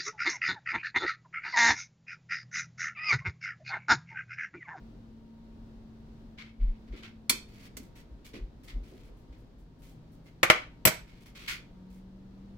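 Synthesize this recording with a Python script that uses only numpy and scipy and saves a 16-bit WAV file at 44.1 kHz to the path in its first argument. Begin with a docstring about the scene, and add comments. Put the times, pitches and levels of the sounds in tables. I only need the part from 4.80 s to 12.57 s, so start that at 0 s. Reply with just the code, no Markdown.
"""Over a dull outdoor rumble, a thin whine and a far motor's hum, a steel fork rubs a ceramic plate in short strokes.
The hand bumps the phone, food plops, the fork clinks on the plate, the motor spins down and a swelling drag sings.
Faint sticky ticks come and the motor climbs back; the plate knocks twice on a stone counter, the fork is laid down,
bounces and rings; a short slide and a few last strokes follow. Strokes are noisy slips, knocks are damped modes and
noise bursts, hums are wavering sines; a hard little kitchen adds its echo and a hand-held phone hears it."""
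import sys
import numpy as np
from scipy import signal
from scipy.fft import rfft, irfft, next_fast_len
from scipy.io import wavfile
from scipy.ndimage import uniform_filter1d, map_coordinates

SR = 44100
rng = np.random.default_rng(int(sys.argv[2]) if len(sys.argv) > 2 else 0)


def digitize_waveform(pressure):
    """Quantize a signal to 16-bit integers and store it at the path in sys.argv[1].

    Rows of a 2-D input are taken as channels; values are limited to [-1, 1].
    """
    field = np.atleast_2d(pressure).T
    bounded = np.clip(field, -1, 1)
    quanta = np.round(bounded * 32767).astype(np.int16)
    wavfile.write(sys.argv[1], SR, quanta)


N = 342745
TIME = np.arange(N) / SR
RING_TIME = np.arange(16384) / SR  # clock for strokes, thuds and echo, in s
HIT_TIME = np.arange(6000) / SR  # clock for short hits, in s

# ways the plate vibrates: f/Hz, width/Hz (wider dies faster), relative level/dB
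PLATE_MODES = [(328, 25, 1), (513, 56, 7), (590, 120, -2.5), (638, 30, -5), (890, 42, -6.5), (1075, 40, -9),
               (1197, 26, -1.5), (1335.5, 39, 3), (1486, 10, -2.5), (1599, 32, -4.5), (1682, 30, -2.5),
               (1970, 16, -2.5), (2139, 58, 3.5), (2240, 51, -2.5), (2280, 150, -3), (2610, 120, -2.5),
               (2650, 39, -3.5), (2820, 35, -13), (3010, 35, -7.5), (3290, 70, -8), (3895, 80, -17),
               (4180, 90, -15.5), (4470, 50, -18.5), (5300, 120, -16), (6590, 60, -19.5)]
# ways the fork's tines vibrate: f/Hz, width/Hz, relative level/dB
TINE_MODES = [(2342, 45, -0.5), (2520, 13, -6), (3180, 60, -5.5), (3540, 60, -0.5), (4310, 70, 5),
              (4560, 26, -6), (5180, 50, -6), (5650, 45, -11.5), (7200, 70, -5), (8000, 60, -9),
              (7900, 90, -4.5), (10487, 40, 0), (11000, 60, -14), (11700, 42, -6.5), (12000, 50, -10.5),
              (12800, 55, -7.5), (13400, 70, -7.5), (14550, 70, -14.5)]


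def undb(db):
    """Turn decibels into a gain."""
    return 10 ** (np.asarray(db) / 20)


def unit(x):
    """Scale a sound to rms 1."""
    return x / np.sqrt(np.mean(x ** 2))


def blow(x):
    """Scale a two-channel hit to the energy of 10 ms at rms 1."""
    return x / np.sqrt(np.sum(x ** 2) / (2 * .01 * SR))


def panned(pan_db):
    """Give left and right gains that differ by pan_db."""
    return undb(np.array([[pan_db], [-pan_db]]) / 2)


def add(track, s, sound):
    """Mix a sound into a track at time s."""
    start = max(int(s * SR), 0)
    track[:, start:start + sound.shape[1]] += sound[:, :N - start]


def along(hz, points, column=1):
    """Read a table between its rows, with frequency on a log scale."""
    points = np.array(points)
    return np.interp(np.log(hz + 1), np.log(points[:, 0]), points[:, column])


def colour(x, points):
    """Filter a sound to a given spectrum, with no sound ahead of its cause."""
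    size = 2048
    log_gain = np.log(undb(along(np.fft.rfftfreq(size, 1 / SR), points)))
    # folding the cepstrum forward makes the filter minimum phase
    cepstrum = irfft(log_gain)
    cepstrum[1:size // 2] *= 2
    cepstrum[size // 2 + 1:] = 0
    response = irfft(np.exp(rfft(cepstrum)))
    return signal.fftconvolve(x, response[None], axes=1)[:, :x.shape[1]]


def band(x, lo, hi, order=2):
    """Keep only the frequencies from lo to hi, in Hz."""
    edges = [lo, min(hi, SR / 2 - 500)]
    return signal.sosfilt(signal.butter(order, edges, "band", fs=SR, output="sos"), x)


def diffuse(size, apart_hz=1200):
    """Noise at two microphones: alike in the bass, unrelated in the treble."""
    mid, side = rfft(rng.standard_normal((2, size)))
    hz = np.fft.rfftfreq(size, 1 / SR)
    side = side * np.minimum(.1 + hz / apart_hz, 1)
    return unit(irfft(np.array([mid + side, mid - side]), size))


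def walk(rate):
    """Smooth random wander with rms 1; rate is its random points per second."""
    steps = rng.standard_normal(400)
    coarse = TIME[::100]
    wander = map_coordinates(steps, [coarse * rate], order=3, mode="wrap")
    return unit(np.interp(TIME, coarse, wander))


def ambience(swell_db=.9, whine_hz=932, whine_db=-81, whine_flutter_db=3):
    """Dull outdoor rumble and faint hiss swell slowly as shaped noise, with a thin wavering whine."""
    # background spectrum: f/Hz, relative level per Hz/dB
    air_spectrum = [(20, -10.5), (45, 2.5), (80, -10), (115, -5), (180, -11), (250, -9), (380, -17.5),
                    (550, -23), (950, -31.5), (2400, -42), (4200, -42.5), (6200, -50), (9500, -59.5),
                    (16000, -59.5)]
    air_db = -51.6
    size = next_fast_len(N, real=True)
    gain = undb(along(np.fft.rfftfreq(size, 1 / SR), air_spectrum))
    air = irfft(rfft(diffuse(size)) * gain, size)[:, :N]
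    whine = unit(np.sin(2 * np.pi * whine_hz * TIME)) * undb(whine_db + whine_flutter_db * walk(4.4))
    return unit(air) * undb(air_db + swell_db * walk(3.5)) + whine


def hum(hz, db, waver=0.0025, flutter_db=1.3):
    """A far motor comes through the walls as one tone, wavering in pitch and level."""
    phase = 2 * np.pi * np.cumsum(hz * (1 + waver * walk(6.3))) / SR
    return np.sqrt(2) * np.sin(phase) * undb(db + flutter_db * walk(2.7))


def motor():
    """The motor sags, is switched off and spins down; later it climbs evenly, louder once under load."""
    start_hz, start_db, sag_hz_per_s = 226.5, -55, 2.2
    off_s, spin_down_hz_per_s, die_db_per_s = 2.56, 75, 14
    restart_s, restart_hz, climb_hz_per_s, restart_db = 4.7, 151, 15, -62
    load_s, load_db, fade_s = 6.82, 11, .22

    def after(s):
        """Rise from 0 to 1 after time s."""
        return np.clip((TIME - s) / fade_s, 0, 1)

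    coasting = np.maximum(TIME - off_s, 0)
    slowing_hz = np.maximum(start_hz - sag_hz_per_s * TIME - spin_down_hz_per_s * coasting, 0)
    slowing = hum(slowing_hz, start_db - die_db_per_s * coasting)
    climbing_hz = restart_hz + climb_hz_per_s * (TIME - restart_s)
    climbing = hum(climbing_hz, restart_db + load_db * after(load_s))
    return slowing + climbing * after(restart_s)


def ring(modes, scatter=.9):
    """Damped modes; the higher they lie, the more their phase differs between the two microphones."""
    out = 0
    for hz, width, db in modes:
        phase = np.pi * rng.integers(2) + rng.normal(0, scatter, (2, 1)) * min(hz / 1500, 2)
        fading = np.exp(-np.pi * width * HIT_TIME)
        wave = np.sin(2 * np.pi * hz * HIT_TIME + phase)
        out = out + undb(db) * np.sqrt(width) * fading * wave
    return blow(out)


def sing(slips, modes):
    """A run of tiny slips keeps the modes ringing."""
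    return signal.fftconvolve(slips, ring(modes), axes=1)[:, :slips.shape[1]]


def friction(loss_db, grit_db=5, slip_db=2.2, plate_db=-9, tine_db=-21, hiss_db=10):
    """A dense run of tiny slips of uneven size, bunched by the catching of the surfaces; food dulls it."""
    # steel rubbing glaze: f/Hz, relative level per Hz/dB, share of the treble loss felt there
    rub_spectrum = [(450, -28.5, 0), (1120, -6, 0.036), (2200, 2.5, 0), (4500, -1.5, .23), (9010, -6, 1),
                    (15500, -6.5, 1.15)]
    size = len(RING_TIME)
    catching = unit(uniform_filter1d(rng.standard_normal(size), size=150))
    slips = unit(diffuse(size) * undb(grit_db * rng.standard_normal(size) + slip_db * catching))
    dulled = [(hz, db - share * loss_db) for hz, db, share in rub_spectrum]
    rub = undb(hiss_db) * colour(slips, dulled)
    # the slips are too short to move the plate's lowest modes; the upper ones and the tines sing along
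    plate = undb(plate_db) * unit(band(sing(slips, PLATE_MODES), 1600, 7000))
    tines = undb(tine_db - loss_db / 2) * unit(sing(slips, TINE_MODES))
    return rub + plate + tines


def scrapes():
    """Short strokes of the fork, each pressed in, eased off and let go; food slows the bite."""
    # strokes over the plate: t/s, length/s, relative level/dB, treble lost to food under the tines/dB
    strokes = [(1.575, .047, -45, 24), (1.637, .06, -60, 25), (1.794, 0.048, -59, 36),
               (1.85, .11, -66.5, 33), (2.07, .018, -63, 18), (2.116, .04, -56, 23), (2.155, .045, -54, 16),
               (2.223, 0.041, -46.5, 20), (2.978, 0.081, -69.5, -2), (3.152, .048, -58.5, 5),
               (3.445, .045, -57.5, 3), (3.53, .04, -49.5, 15), (3.833, .036, -65, -2),
               (3.874, .036, -51, 12), (4.03, .25, -67, 7), (4.52, .03, -65, 16), (5.018, 0.097, -67, 0),
               (5.455, .03, -62.5, 9), (6.27, .13, -63.5, 12), (6.405, .03, -65, 3),
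               (6.457, .025, -57, 4.5), (6.548, .12, -51, 11), (6.675, .05, -33, 11), (7.10, .09, -74, -2)]
    bite_s, cushion_s_per_db, ease_db, release_s = .003, .0005, 3.5, .022
    out = np.zeros((2, N))
    for s, length, db, loss_db in strokes:
        rise_s = bite_s + cushion_s_per_db * max(loss_db, 0)
        letting_go = np.exp(-np.maximum(RING_TIME - length, 0) / release_s)
        pressure = np.minimum(RING_TIME / rise_s, 1) * letting_go
        easing_db = ease_db * (.5 - np.minimum(RING_TIME / length, 1))
        add(out, s, undb(db + easing_db) * pressure * friction(loss_db))
    return out


def handling():
    """The grip shifts and rocks the phone for a few slow cycles: short swells of a low sine."""
    # bumps of the hand on the phone: t/s, level/dB, f/Hz
    bumps = [(1.84, -17, 35.8), (1.891, -21.5, 28.8), (2.125, -32.5, 45), (3.33, -39, 55),
             (3.635, -29.5, 42), (3.968, -26.5, 42), (4.016, -36, 50), (4.507, -39.5, 50)]
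    fade_cycles = 0.99  # from the peak of a bump down to about a third
    out = 0
    for s, db, hz in bumps:
        swell = np.exp(-((TIME - s) * hz / fade_cycles) ** 2)
        out = out + undb(db) * swell * np.sin(2 * np.pi * hz * (TIME - s))
    return out


def thud(hz, t60, spread=1.35):
    """A soft, heavy contact stirs only low, well damped modes, heard as a narrow band of fading noise."""
    shake = diffuse(len(RING_TIME)) * undb(-60 * RING_TIME / t60)
    return blow(band(shake, hz / spread, hz * spread))


def plops():
    """Food drops and settles on the plate with soft thuds."""
    # plops of food: t/s, level/dB, f/Hz
    drops = [(2.132, -42, 285), (2.497, -36, 300), (2.97, -41.5, 251), (3.538, -39, 295), (3.96, -47, 268),
             (4.12, -48, 330), (4.29, -53, 358)]
    out = np.zeros((2, N))
    for s, db, hz in drops:
        add(out, s, undb(db) * thud(hz, t60=.28))
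    return out


def burst(spectrum, t60):
    """Crowded, quickly damped modes merge into a short burst of noise."""
    return blow(colour(diffuse(len(HIT_TIME)) * undb(-60 * HIT_TIME / t60), spectrum))


def off_counter(x, lag_s=.000905, share=0.14):
    """Sound from the fork also bounces off the stone just below it, which combs its spectrum."""
    bounced = np.roll(x, round(lag_s * SR), axis=1)
    return (x + share * bounced) / np.hypot(1, share)


def skid(sound, rise_s):
    """Skidding before it seats spreads the same energy over a longer attack."""
    seated = sound * np.minimum(HIT_TIME / rise_s, 1)
    return seated * np.std(sound) / np.std(seated)


def clinks():
    """Every contact cracks, knocks the plate and rings the fork, in shares set by where it lands."""
    # hard contacts: t/s, plate knock level/dB, bright crack level/dB, tine ring level/dB,
    # handle ring level/dB, left minus right/dB
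    contacts = [(2.495, -32.5, -20.5, -20, -66, -1.5), (2.968, -52, -42.5, -54, -50.5, -4),
                (5.6302, -15, -30.5, -40, -36, 0), (5.700, -10, -30, -42.5, -40, 2),
                (6.052, -18, -21, -46, -15.5, -1), (6.0716, -23, -23.5, -47, -30.5, -6),
                (6.0773, -25.5, -30, -48.5, -39.5, 2)]
    # ways the handle vibrates: f/Hz, width/Hz, relative level/dB
    handle_modes = [(3036, 24, -15.5), (4180, 68, -27), (5800, 40, -15.5), (7785, 28, -10),
                    (9900, 33, -9.5), (11410, 35, -21), (12620, 30, -4), (14370, 41, 0)]
    # spectrum of the plate's knock: f/Hz, relative level per Hz/dB
    knock_spectrum = [(25, -36.5), (65, -17.5), (130, -4.5), (300, -6), (410, -14), (600, 0), (900, -6),
                      (1500, -4), (2150, 3.5), (2550, -1.5), (3200, -6.5), (4700, -16), (6000, -16),
                      (10000, -33.5), (16000, -35)]
    # spectrum of the bright crack: f/Hz, relative level per Hz/dB
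    crack_spectrum = [(25, -24.5), (100, -6.5), (300, 3), (700, -12), (1300, -5), (3000, -2.5), (5000, 0.5),
                      (8000, -0.5), (10500, -3.5), (13000, -4), (16000, -10.5)]
    # the handle thuds the counter, which shakes the plate: f/Hz, t60/s, level against the handle's ring/dB
    counter_thuds = [(125, .1, -7), (280, .1, -15), (520, .12, -12)]
    # the plate seats quickly, the steel skids a little longer
    plate_rise_s, steel_rise_s = .0011, 0.0022
    out = np.zeros((2, N))
    for s, knock_db, crack_db, tine_db, handle_db, pan_db in contacts:
        plate = undb(-7.5) * ring(PLATE_MODES) + undb(-0.5) * burst(knock_spectrum, t60=.048)
        crack = undb(crack_db) * burst(crack_spectrum, t60=0.077)
        tip = off_counter(undb(tine_db) * ring(TINE_MODES) + crack)
        # the handle lies nearer the left microphone
        steel = tip + undb(handle_db) * ring(handle_modes) * panned(pan_db=7)
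        hit = undb(knock_db) * skid(plate, plate_rise_s) + skid(steel, steel_rise_s)
        add(out, s, hit * panned(pan_db))
        for hz, t60, db in counter_thuds:
            add(out, s, undb(handle_db + db) * thud(hz, t60))
    return out


def drag(lift_s=0.0043):
    """The tines are drawn out of the bite, pressing ever harder and singing until they lift off."""
    # what the dragged tines sing with: f/Hz, width/Hz, relative level/dB
    tone_modes = [(2560, 35, 0), (4600, 70, -2)]
    start_s, end_s, swell_db_per_s = 2.68, 2.878, 69
    rub_db, tone_db, loss_db = -55.5, -62.5, 6  # loss_db: treble lost to food
    out = np.zeros((2, N))
    past_end = RING_TIME - (end_s - start_s)
    swell = undb(swell_db_per_s * np.minimum(past_end, 0))
    pressure = swell * np.exp(-np.maximum(past_end, 0) / lift_s)
    tones = undb(tone_db) * unit(sing(diffuse(len(RING_TIME)), tone_modes))
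    add(out, start_s, undb(rub_db) * pressure * friction(loss_db) + np.sqrt(pressure) * tones)
    return out


def dabs(start_s=4.0, end_s=5.6, db=-75, spread_db=3, length_s=.02, crackle_db=6, count=9):
    """Faint sticky crackles of food come at loose intervals, as brief swells of rough bright noise."""
    out = np.zeros((2, N))
    touch = HIT_TIME / length_s * np.exp(1 - HIT_TIME / length_s)
    for k, (when, size) in enumerate(rng.random((count, 2))):
        crackle = diffuse(len(HIT_TIME)) * undb(crackle_db * rng.standard_normal(len(HIT_TIME)))
        s = start_s + (end_s - start_s) * (k + when) / count
        level_db = db + spread_db * 2 * size
        add(out, s, undb(level_db) * touch * unit(band(crackle, 3000, 18000)))
    return out


def shade(x):
    """A near sound leans left or right by frequency, as the body of the phone shades its microphones."""
    # shading by the phone: f/Hz, left minus right/dB
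    lean = [(400, 1.5), (1000, -.5), (2300, -2.5), (4500, .5), (12000, 1.5)]
    left = colour(x[[0]], [(hz, db / 2) for hz, db in lean])
    right = colour(x[[1]], [(hz, -db / 2) for hz, db in lean])
    return np.vstack([left, right])


def kitchen(x, first_wall_s=0.0028):
    """Tiles and stone return a dense tail of noise, each octave fading at its own pace, the top soonest."""
    # the kitchen's echo: f/Hz, t60/s, level/dB
    echo = [(150, 0.27, -15), (540, 0.25, -2.5), (2200, 0.3, -8.5), (5000, 0.3, -8.5), (9000, 0.23, -12),
            (15000, .2, -17.5)]
    size = len(RING_TIME)
    hz = np.fft.rfftfreq(size, 1 / SR)
    noise = rfft(diffuse(size))
    octave = np.log2(np.maximum(hz, 125) / 125)
    response = 0
    for k in range(8):
        centre = 125 * 2 ** k
        t60 = along(centre, echo)
        level = undb(along(centre, echo, column=2))
        # silent until the first wall answers
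        decay = undb(-60 * RING_TIME / t60) * np.clip(RING_TIME / first_wall_s - 1, 0, 1)
        part = irfft(noise * np.maximum(1 - abs(octave - k), 0), size)
        response = response + part * decay / np.sqrt(np.sum(decay ** 2)) * level
    return signal.fftconvolve(x, response, axes=1)[:, :N]


def scene(rub_db=-3.5, rub_room_db=2):
    """Fork and plate over the background; food screens the rubs, so more of them comes via the walls."""
    background = ambience() + motor() + handling()
    rubs = undb(rub_db) * off_counter(scrapes() + drag() + dabs())
    hits = plops() + shade(clinks())
    room = kitchen(hits + undb(rub_room_db) * rubs)
    return hits + rubs + room + background * panned(pan_db=.9)


def record(dry):
    """The phone clips at full scale and cuts the top of the treble."""
    top_hz = 15900
    low_pass = signal.ellip(8, .2, 70, top_hz, fs=SR, output="sos")
    return signal.sosfilt(low_pass, np.clip(dry, -1, 1))


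dry = scene()
out = record(dry)
digitize_waveform(out)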